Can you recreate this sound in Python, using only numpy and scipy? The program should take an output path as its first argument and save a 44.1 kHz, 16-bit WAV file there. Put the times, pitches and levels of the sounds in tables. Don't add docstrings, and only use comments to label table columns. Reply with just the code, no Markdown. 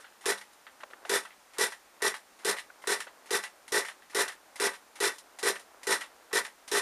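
import sys
import numpy as np
from scipy import signal
from scipy.fft import rfft, irfft, next_fast_len
from scipy.io import wavfile
from scipy.ndimage import uniform_filter1d

SR = 44100
rng = np.random.default_rng(int(sys.argv[2]) if len(sys.argv) > 2 else 0)


def decibels_to_gain(level_db):
    exponent = np.asarray(level_db, float) / 20
    return 10 ** exponent


def dump(signal):
    limited = np.clip(np.atleast_2d(signal).T, -1, 1)
    pcm = np.round(limited * 32767).astype(np.int16)
    wavfile.write(sys.argv[1], SR, pcm)


N = 300497

# f/Hz, level/dB [per Hz]
ROOM_AIR = [(18, -46), (30, -15), (55, -14.5), (129, -23), (205, -11), (404, -8), (859, -3.5), (1920, -8.5),
            (2920, -13.5), (8470, -16), (15000, -22.5)]
ROOM_AIR_DB = -59.5
# t/s, level/dB
RUSTLE = [(0.0, -70), (0.19, -82), (0.44, -74), (0.68, -66.5), (1.17, -52), (1.35, -83), (2.05, -66),
          (2.18, -66.5), (2.94, -56.5), (3.64, -63), (3.77, -61), (5.01, -63), (5.14, -60), (5.44, -57.5),
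          (6.2, -57), (6.81, -63)]
# f/Hz, level/dB
RUSTLE_COLOUR = [(250, -8), (600, 0), (1600, -6), (2400, -20.5)]

CATCHES_S = [-.13, .256, 1.0941, 1.5839, 2.0199, 2.4478, 2.8719, 3.3064, 3.7207, 4.1472, 4.5991, 5.0026,
             5.4285, 5.8692, 6.3291, 6.7149]
# rattle peak level/dB, swell t/s, hold t/s, fall t/s
PULLS = [(-32.5, 0.043, .03, .055), (-27.5, 0.047, 0.0062, 0.061), (-27.5, 0.046, 0.029, 0.054),
         (-25, 0.031, 0.025, .062), (-26.5, 0.035, 0.026, 0.055), (-24.5, 0.046, 0.0068, 0.063),
         (-25.5, .052, 0.0072, 0.054), (-25.5, 0.05, 0.0047, 0.053), (-27, 0.03, 0.038, 0.062),
         (-25.5, 0.043, 0.032, 0.05), (-26.5, 0.038, 0.033, 0.055), (-27, 0.03, 0.045, 0.053),
         (-24.5, 0.054, 0.014, 0.045), (-24.5, 0.059, 0.0095, 0.056), (-25.5, .028, 0.031, 0.042),
         (-26, 0.043, 0.034, 0.047)]
RATTLE_REL_DB = (-1.27, -18, -22.5, -43)
HISS_OVER_DB = (-0.5, -2.5, -2.5, -10, 0, -2.5)
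RATTLE_START_DB = -36.5
REWIND_LAG_S, REWIND_S = 0.015, 0.074
# f/Hz, width f/Hz, level/dB
CHASSIS = [(685, 15, -11), (875, 16.3, -0.5), (970, 37, -2), (1132, 53, -3.5), (1427, 49, -9),
           (1532, 46, -4), (1740, 46, -6.5), (1823, 37, 1), (1845, 20, -1.5), (1943, 86, 1.5),
           (2206, 24, -5), (2700, 66, -11)]
# f/Hz, width f/Hz, level/dB
CASING = [(3546, 280, 1), (4070, 130, 3), (5300, 530, -3), (5546, 114, 4.5), (7470, 280, -5),
          (8500, 210, 0), (9270, 1100, -15), (10470, 390, -3), (12000, 83, -14), (9050, 70, 4),
          (9600, 130, -1), (10150, 41, -10.5), (11440, 90, -2), (12650, 90, -6.5)]
# f/Hz, level/dB [per Hz]
GAS = [(2400, -9), (2900, -4.5), (6000, -4), (10500, -4.5), (12100, -16), (12900, -16.5), (13600, -29),
       (15500, -21)]
# f/Hz, level/dB [per Hz]
THUD = [(25, -44), (45, -14), (75, -41.5), (130, -29.5), (200, -5.5), (300, -9), (450, 6), (600, -2),
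        (1200, 0.5), (2500, -7), (3500, -53)]
# f/Hz, level/dB
CLATTER = [(500, -10), (900, -1), (1900, 0), (2400, -7), (3300, -10), (4200, -24)]

# t/s, peak level/dB, treble
# minus peak level/dB, t60 t/s, main ring f/Hz
SHIFTS = [(0.043, -40.5, -36, 0.2, 1540), (.1236, -54, -19, .12, 1500), (0.257, -26.5, 2.5, 0.15, 1800),
          (.5314, -60.5, 17, 0.07, 1440), (0.6663, -36.5, -22, 0.097, 1650), (.8035, -41, -8, 0.18, 1450),
          (.9026, -43, -5.5, 0.11, 840), (1.3053, -45.5, -23, 0.2, 2030), (3.074, -37, -30, 0.089, 1050),
          (4.0218, -46, -22, 0.09, 1780), (5.1827, -51.5, 18.5, 0.09, 818)]
SHIFT_BASS_DB = -19
# t/s, peak level/dB, treble minus peak level/dB, t60 t/s
TAKE_UPS = [(.2094, -48.5, 4, 0.69), (1.0554, -44.5, .6, 0.55), (1.5342, -46, -0.5, 0.62),
            (1.9649, -52, -13, .11), (2.3895, -48.5, 1, 0.57), (2.819, -49, 2, 0.88),
            (3.2585, -46, 2, 0.34), (3.679, -42.5, 7.5, .16), (4.098, -46.5, 3.5, 0.43),
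            (4.557, -39, 7, 0.15), (4.955, -42.5, 4.5, 0.23), (5.387, -36.5, 6.5, .17),
            (5.8312, -41.5, 9, 0.14), (6.6778, -39, 8, .17)]
TAKE_UP_HZ, TAKE_UP_BASS_DB = 2050, -5
# t/s, peak level/dB, treble minus peak level/dB, ring f/Hz
RECOILS = [(0.3742, -39, -34, 1190), (0.4114, -38, -2.5, 1960), (1.251, -34.5, -24, 1370),
           (1.721, -32.5, -17, 1790), (2.141, -27.5, -8, 1830), (2.5664, -32, -18, 2080),
           (2.584, -29.5, -5, 1840), (3.0034, -26.5, -3, 1800), (3.4363, -25.5, -3.5, 1860),
           (3.8483, -31, -6, 2100), (3.8838, -28.5, -6, 1870), (4.279, -25.5, -6.5, 1850),
           (4.319, -41.5, -6, 1800), (4.7334, -34.5, -22, 1830), (5.557, -32, -30, 1740),
           (5.595, -48.5, 9, 703), (6.01, -28, -5, 1940), (6.034, -38, -22, 1170), (6.449, -28.5, -7, 1890)]
RECOIL_T60_S, RECOIL_BASS_DB = 0.13, -32
CATCH_DB, CATCH_T60_S = -41, 0.06
# f/Hz, level/dB
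BOARD_COLOUR = [(250, 7), (400, -3), (900, 10), (1300, -20)]
SPRING_COLOUR = [(2100, -20), (2600, 1), (3300, -2.5), (4600, -9)]

# t/s, peak level/dB
CREAKS = [(0.238, -35.5), (1.074, -41), (1.562, -41), (2, -37), (2.427, -42), (2.854, -36.5), (3.285, -38),
          (3.703, -45), (4.124, -42), (4.577, -39), (4.981, -40.5), (5.409, -40), (5.851, -41),
          (6.307, -37), (6.694, -43)]
CREAK_HZ, CREAK_WIDTH_HZ = 1070, 860

# first puff t/s, first turn t/s, driven puffs [count], last driven turn t/s, its puff level/dB
TURNS = [(.2601, .0208, 3, .0197, -25), (1.0969, .0199, 4, .0222, -24.6), (1.5872, .0217, 3, .0205, -28.6),
         (2.0232, .0218, 3, .0205, -28), (2.451, .0214, 3, .0196, -24.7), (2.8751, .0214, 3, .02, -26.4),
         (3.3095, .0206, 3, .0194, -23.9), (3.7237, .0197, 4, .0191, -24.9),
         (4.1506, .0196, 4, .0193, -25.4), (4.6019, .0193, 4, .0251, -27.2),
         (5.0057, .0196, 4, .0219, -25.9), (5.4316, .0192, 4, .0301, -26.5),
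         (5.8722, .0202, 4, .021, -29.3), (6.3324, .0198, 3, .019, -26.5), (6.718, .0193, 4, .0196, -24.6)]
SECOND_TURN_SHARE = 0.884
FIRST_PUFF_DB, FULL_PUFF_DB = -26, -25
COAST_TURN_S = 0.018
COAST_PUFFS_DB = (-38.5, -45, -49)
# f/Hz, level/dB, t60 t/s
PIPE_MODES = [(401, 0, .035), (483, -12.5, .063), (408, -35, .185)]
# f/Hz, level/dB, t60 t/s
BOARD_MODES = [(200.1, -48.5, 0.36), (282.5, -44.5, 0.22), (709.6, -26, 0.11), (563.6, -34, 0.21)]
PORT_OPENS_S = 0.01

# t/s, peak level/dB, treble minus peak level/dB, bass minus peak level/dB
SLAPS = [
    (0.833, -24, -9.5, -13),
    (0.933, -28, -19, -17),
    (1.05, -26.5, -7, -8),
    (2.701, -32.5, -28, -39),
    (2.839, -29, -12, -12),
    (3.068, -31.5, -13, -10),
]
# f/Hz, level/dB
SLAP_MIDDLE = [(500, -11), (900, 0), (1600, 7), (2200, -4), (3400, -29), (4000, -39)]
SLAP_TOP = [(2500, 9), (3200, 0), (8000, -16), (12000, -28)]
SLAP_BASS = [(250, -21), (380, 1.5), (700, 3.5), (900, -6)]

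SHED_T60_S, SHED_DB = 0.16, -13
TOP_HZ, NOTCH_HZ = 15150, 7900
BLOW_LENGTH = 8192


def unit(x):
    return x / np.sqrt(np.mean(x ** 2))


def ring(x, hz, width_hz):
    return signal.lfilter(*signal.iirpeak(hz, hz / width_hz, SR), x)


def body(x, modes):
    total = 0
    for k, (hz, width_hz, db) in enumerate(modes):
        total = total + decibels_to_gain(db) * ring(np.roll(x, 37 * k), hz, width_hz)
    return unit(total)


def colour(x, points):
    hz, db = np.transpose(points)
    size = next_fast_len(N)
    log_hz = np.log(np.arange(size // 2 + 1) * SR / size + 1)
    gain = decibels_to_gain(np.interp(log_hz, np.log(hz), db, left=-80, right=-80))
    return unit(irfft(rfft(x, size) * gain, size)[:N])


def walk(rate):
    hold = int(SR / rate)
    steps = np.repeat(rng.standard_normal(N // hold + 1), hold)
    return unit(uniform_filter1d(steps, hold)[:N])


def clicks(rate, scatter_db):
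    hit = rng.random(N) < rate / SR
    return hit * rng.standard_normal(N) * decibels_to_gain(scatter_db * np.minimum(rng.exponential(size=N), 4))


def burst(s, db, t60, rise):
    t = np.clip(np.arange(N) / SR - s, 0, 1)
    return decibels_to_gain(db - 60 * t / t60) * np.minimum(t / rise, 1)


def room_air():
    air = colour(rng.standard_normal(N), ROOM_AIR)
    rustle = colour(clicks(1200, 0.62), RUSTLE_COLOUR)
    rustle_db = np.interp(np.arange(N) / SR, *np.transpose(RUSTLE)) + 0.43 * walk(27) - 4
    return decibels_to_gain(ROOM_AIR_DB) * air + decibels_to_gain(rustle_db) * rustle


def starter(puffs, chassis, treble):
    t = np.arange(N) / SR
    rattle_level, hiss_level = np.zeros(N), np.zeros(N)
    for catch, (peak_db, *stages) in zip(CATCHES_S, PULLS):
        times = catch + np.cumsum([0, *stages, REWIND_LAG_S, REWIND_S])
        db = np.r_[RATTLE_START_DB, peak_db, peak_db + np.array(RATTLE_REL_DB)]
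        on = (t >= times[0]) * np.exp(-np.maximum(t - times[-1], 0) / 0.018)
        rattle_level += on * decibels_to_gain(np.interp(t, times, db))
        hiss_level += on * decibels_to_gain(np.interp(t, times, db + np.array(HISS_OVER_DB)))
    throb = signal.lfilter([1], [1, -np.exp(-1 / (0.017 * SR))], (puffs > 0).astype(float))
    thud = colour(clicks(1500, 1.5), THUD)
    rattle = chassis * decibels_to_gain(1.32 * throb - 4.5) + decibels_to_gain(-9) * thud
    return rattle_level * rattle + hiss_level * treble * decibels_to_gain(throb - 2)


def all_knocks():
    shifts = [(s, db, top, SHIFT_BASS_DB, t60, hz) for s, db, top, t60, hz in SHIFTS]
    take_ups = [(s, db, top, TAKE_UP_BASS_DB, t60, TAKE_UP_HZ) for s, db, top, t60 in TAKE_UPS]
    recoils = [(s, db, top, RECOIL_BASS_DB, RECOIL_T60_S, hz) for s, db, top, hz in RECOILS]
    return shifts + take_ups + recoils


def knocks(chassis, clatter, treble):
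    grit = clicks(2500, 0.43)
    boards = colour(grit, BOARD_COLOUR)
    spring = colour(grit, SPRING_COLOUR)
    blow = np.pad(np.hanning(12), (0, BLOW_LENGTH - 12))
    struck = body(blow, CHASSIS)
    struck = struck / struck.max()
    out = np.zeros(N + BLOW_LENGTH)
    for s, db, treble_db, bass_db, t60, hz in all_knocks():
        i = int(s * SR)
        part = slice(i, min(i + BLOW_LENGTH, N))
        mix = unit(ring(ring(grit[part], hz, 370), hz, 1100))
        mix = mix + decibels_to_gain(-3.5) * spring[part] + decibels_to_gain(-0.5) * clatter[part]
        mix = mix + decibels_to_gain(treble_db) * treble[part] + decibels_to_gain(bass_db) * boards[part]
        out[part] += burst(s, db - 12, t60, rise=0.00079)[part] * mix
        tone = ring(ring(blow, hz, 140), hz, 660)
        out[i:i + BLOW_LENGTH] += decibels_to_gain(db - 8) * (tone / tone.max() + struck)
    for catch in CATCHES_S[2:]:
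        i = int(catch * SR)
        out[:N] += burst(catch, CATCH_DB, CATCH_T60_S, rise=0.00034) * (chassis + decibels_to_gain(4.5) * treble)
        out[i:i + BLOW_LENGTH] += decibels_to_gain(-34.5) * struck
        out[i:i + 2] += decibels_to_gain(-31) * np.array([1, -1])
    return out[:N]


def creaks():
    slips = ring(clicks(1500, 1.4), CREAK_HZ, CREAK_WIDTH_HZ)
    housing = unit(ring(slips, CREAK_HZ, 2 * CREAK_WIDTH_HZ))
    level = np.zeros(N)
    for s, db in CREAKS:
        still_tight = np.arange(N) < (s + 0.024) * SR
        level += burst(s, db - 10.5, 0.4, rise=0.0086) * still_tight
    return housing * level


def turns():
    puffs = np.zeros(N + SR)
    for s, first_s, driven, last_s, last_db in TURNS:
        middle = [SECOND_TURN_SHARE * first_s] * (driven - 3)
        gaps = [0, first_s] + middle + [last_s] + [COAST_TURN_S] * 3
        dbs = [FIRST_PUFF_DB] + [FULL_PUFF_DB] * (driven - 2) + [last_db, *COAST_PUFFS_DB]
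        puffs[((s + np.cumsum(gaps)) * SR).astype(int) - 9] = decibels_to_gain(dbs)
    return puffs[:N]


def pipe(puffs):
    t = np.arange(8192) / SR
    rings = np.zeros(len(t))
    for k, (hz, db, t60) in enumerate(PIPE_MODES + BOARD_MODES):
        rings += (-1) ** (k + 1) * decibels_to_gain(db - 60 * t / t60) * np.cos(2 * np.pi * hz * t)
    shape = rings * (1 - np.exp(-t / PORT_OPENS_S))
    shape = signal.sosfilt(signal.butter(2, 150, "high", fs=SR, output="sos"), shape)
    return signal.fftconvolve(puffs, shape / np.abs(shape).max())[:N]


def slaps():
    noise = rng.standard_normal(N)
    middle, top, bass = [colour(noise, points) for points in (SLAP_MIDDLE, SLAP_TOP, SLAP_BASS)]
    out = np.zeros(N)
    for s, db, top_db, bass_db in SLAPS:
        out += burst(s, db, 0.019, rise=0.004) * (middle + decibels_to_gain(top_db) * top)
        out += burst(s, db + bass_db - 7, 0.063, rise=0.0042) * bass
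    return out


def shed(x):
    t = np.arange(16384) / SR
    tail = rng.standard_normal(len(t)) * decibels_to_gain(-60 * t / SHED_T60_S) * (t > 0.003)
    return x + decibels_to_gain(SHED_DB) * signal.fftconvolve(x, tail / np.sqrt(np.sum(tail ** 2)))[:N]


def scene():
    puffs = turns()
    clatter = colour(clicks(4000, 1.2), CLATTER)
    chassis = unit(body(clicks(2500, 1.1), CHASSIS) + decibels_to_gain(-12) * clatter)
    gas = colour(rng.standard_normal(N), GAS)
    casing = body(clicks(6000, 0.31), CASING)
    treble = unit(casing + decibels_to_gain(-1.5) * gas) * decibels_to_gain(1.36 * walk(200))
    metal = starter(puffs, chassis, treble)
    metal = metal + knocks(chassis, clatter, unit(treble + gas)) + creaks()
    return (room_air() + shed(metal) + pipe(puffs) + slaps())[None]


def band_limit(x):
    return signal.sosfilt(signal.butter(12, 16380, fs=SR, output="sos"), x)


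def record(dry):
    dipped = dry - 0.54 * ring(dry, NOTCH_HZ, 190)
    cut = signal.sosfilt(signal.ellip(8, 0.2, 32, TOP_HZ, fs=SR, output="sos"), dipped)
    return band_limit(cut)


dry = scene()
out = record(dry)
dump(out)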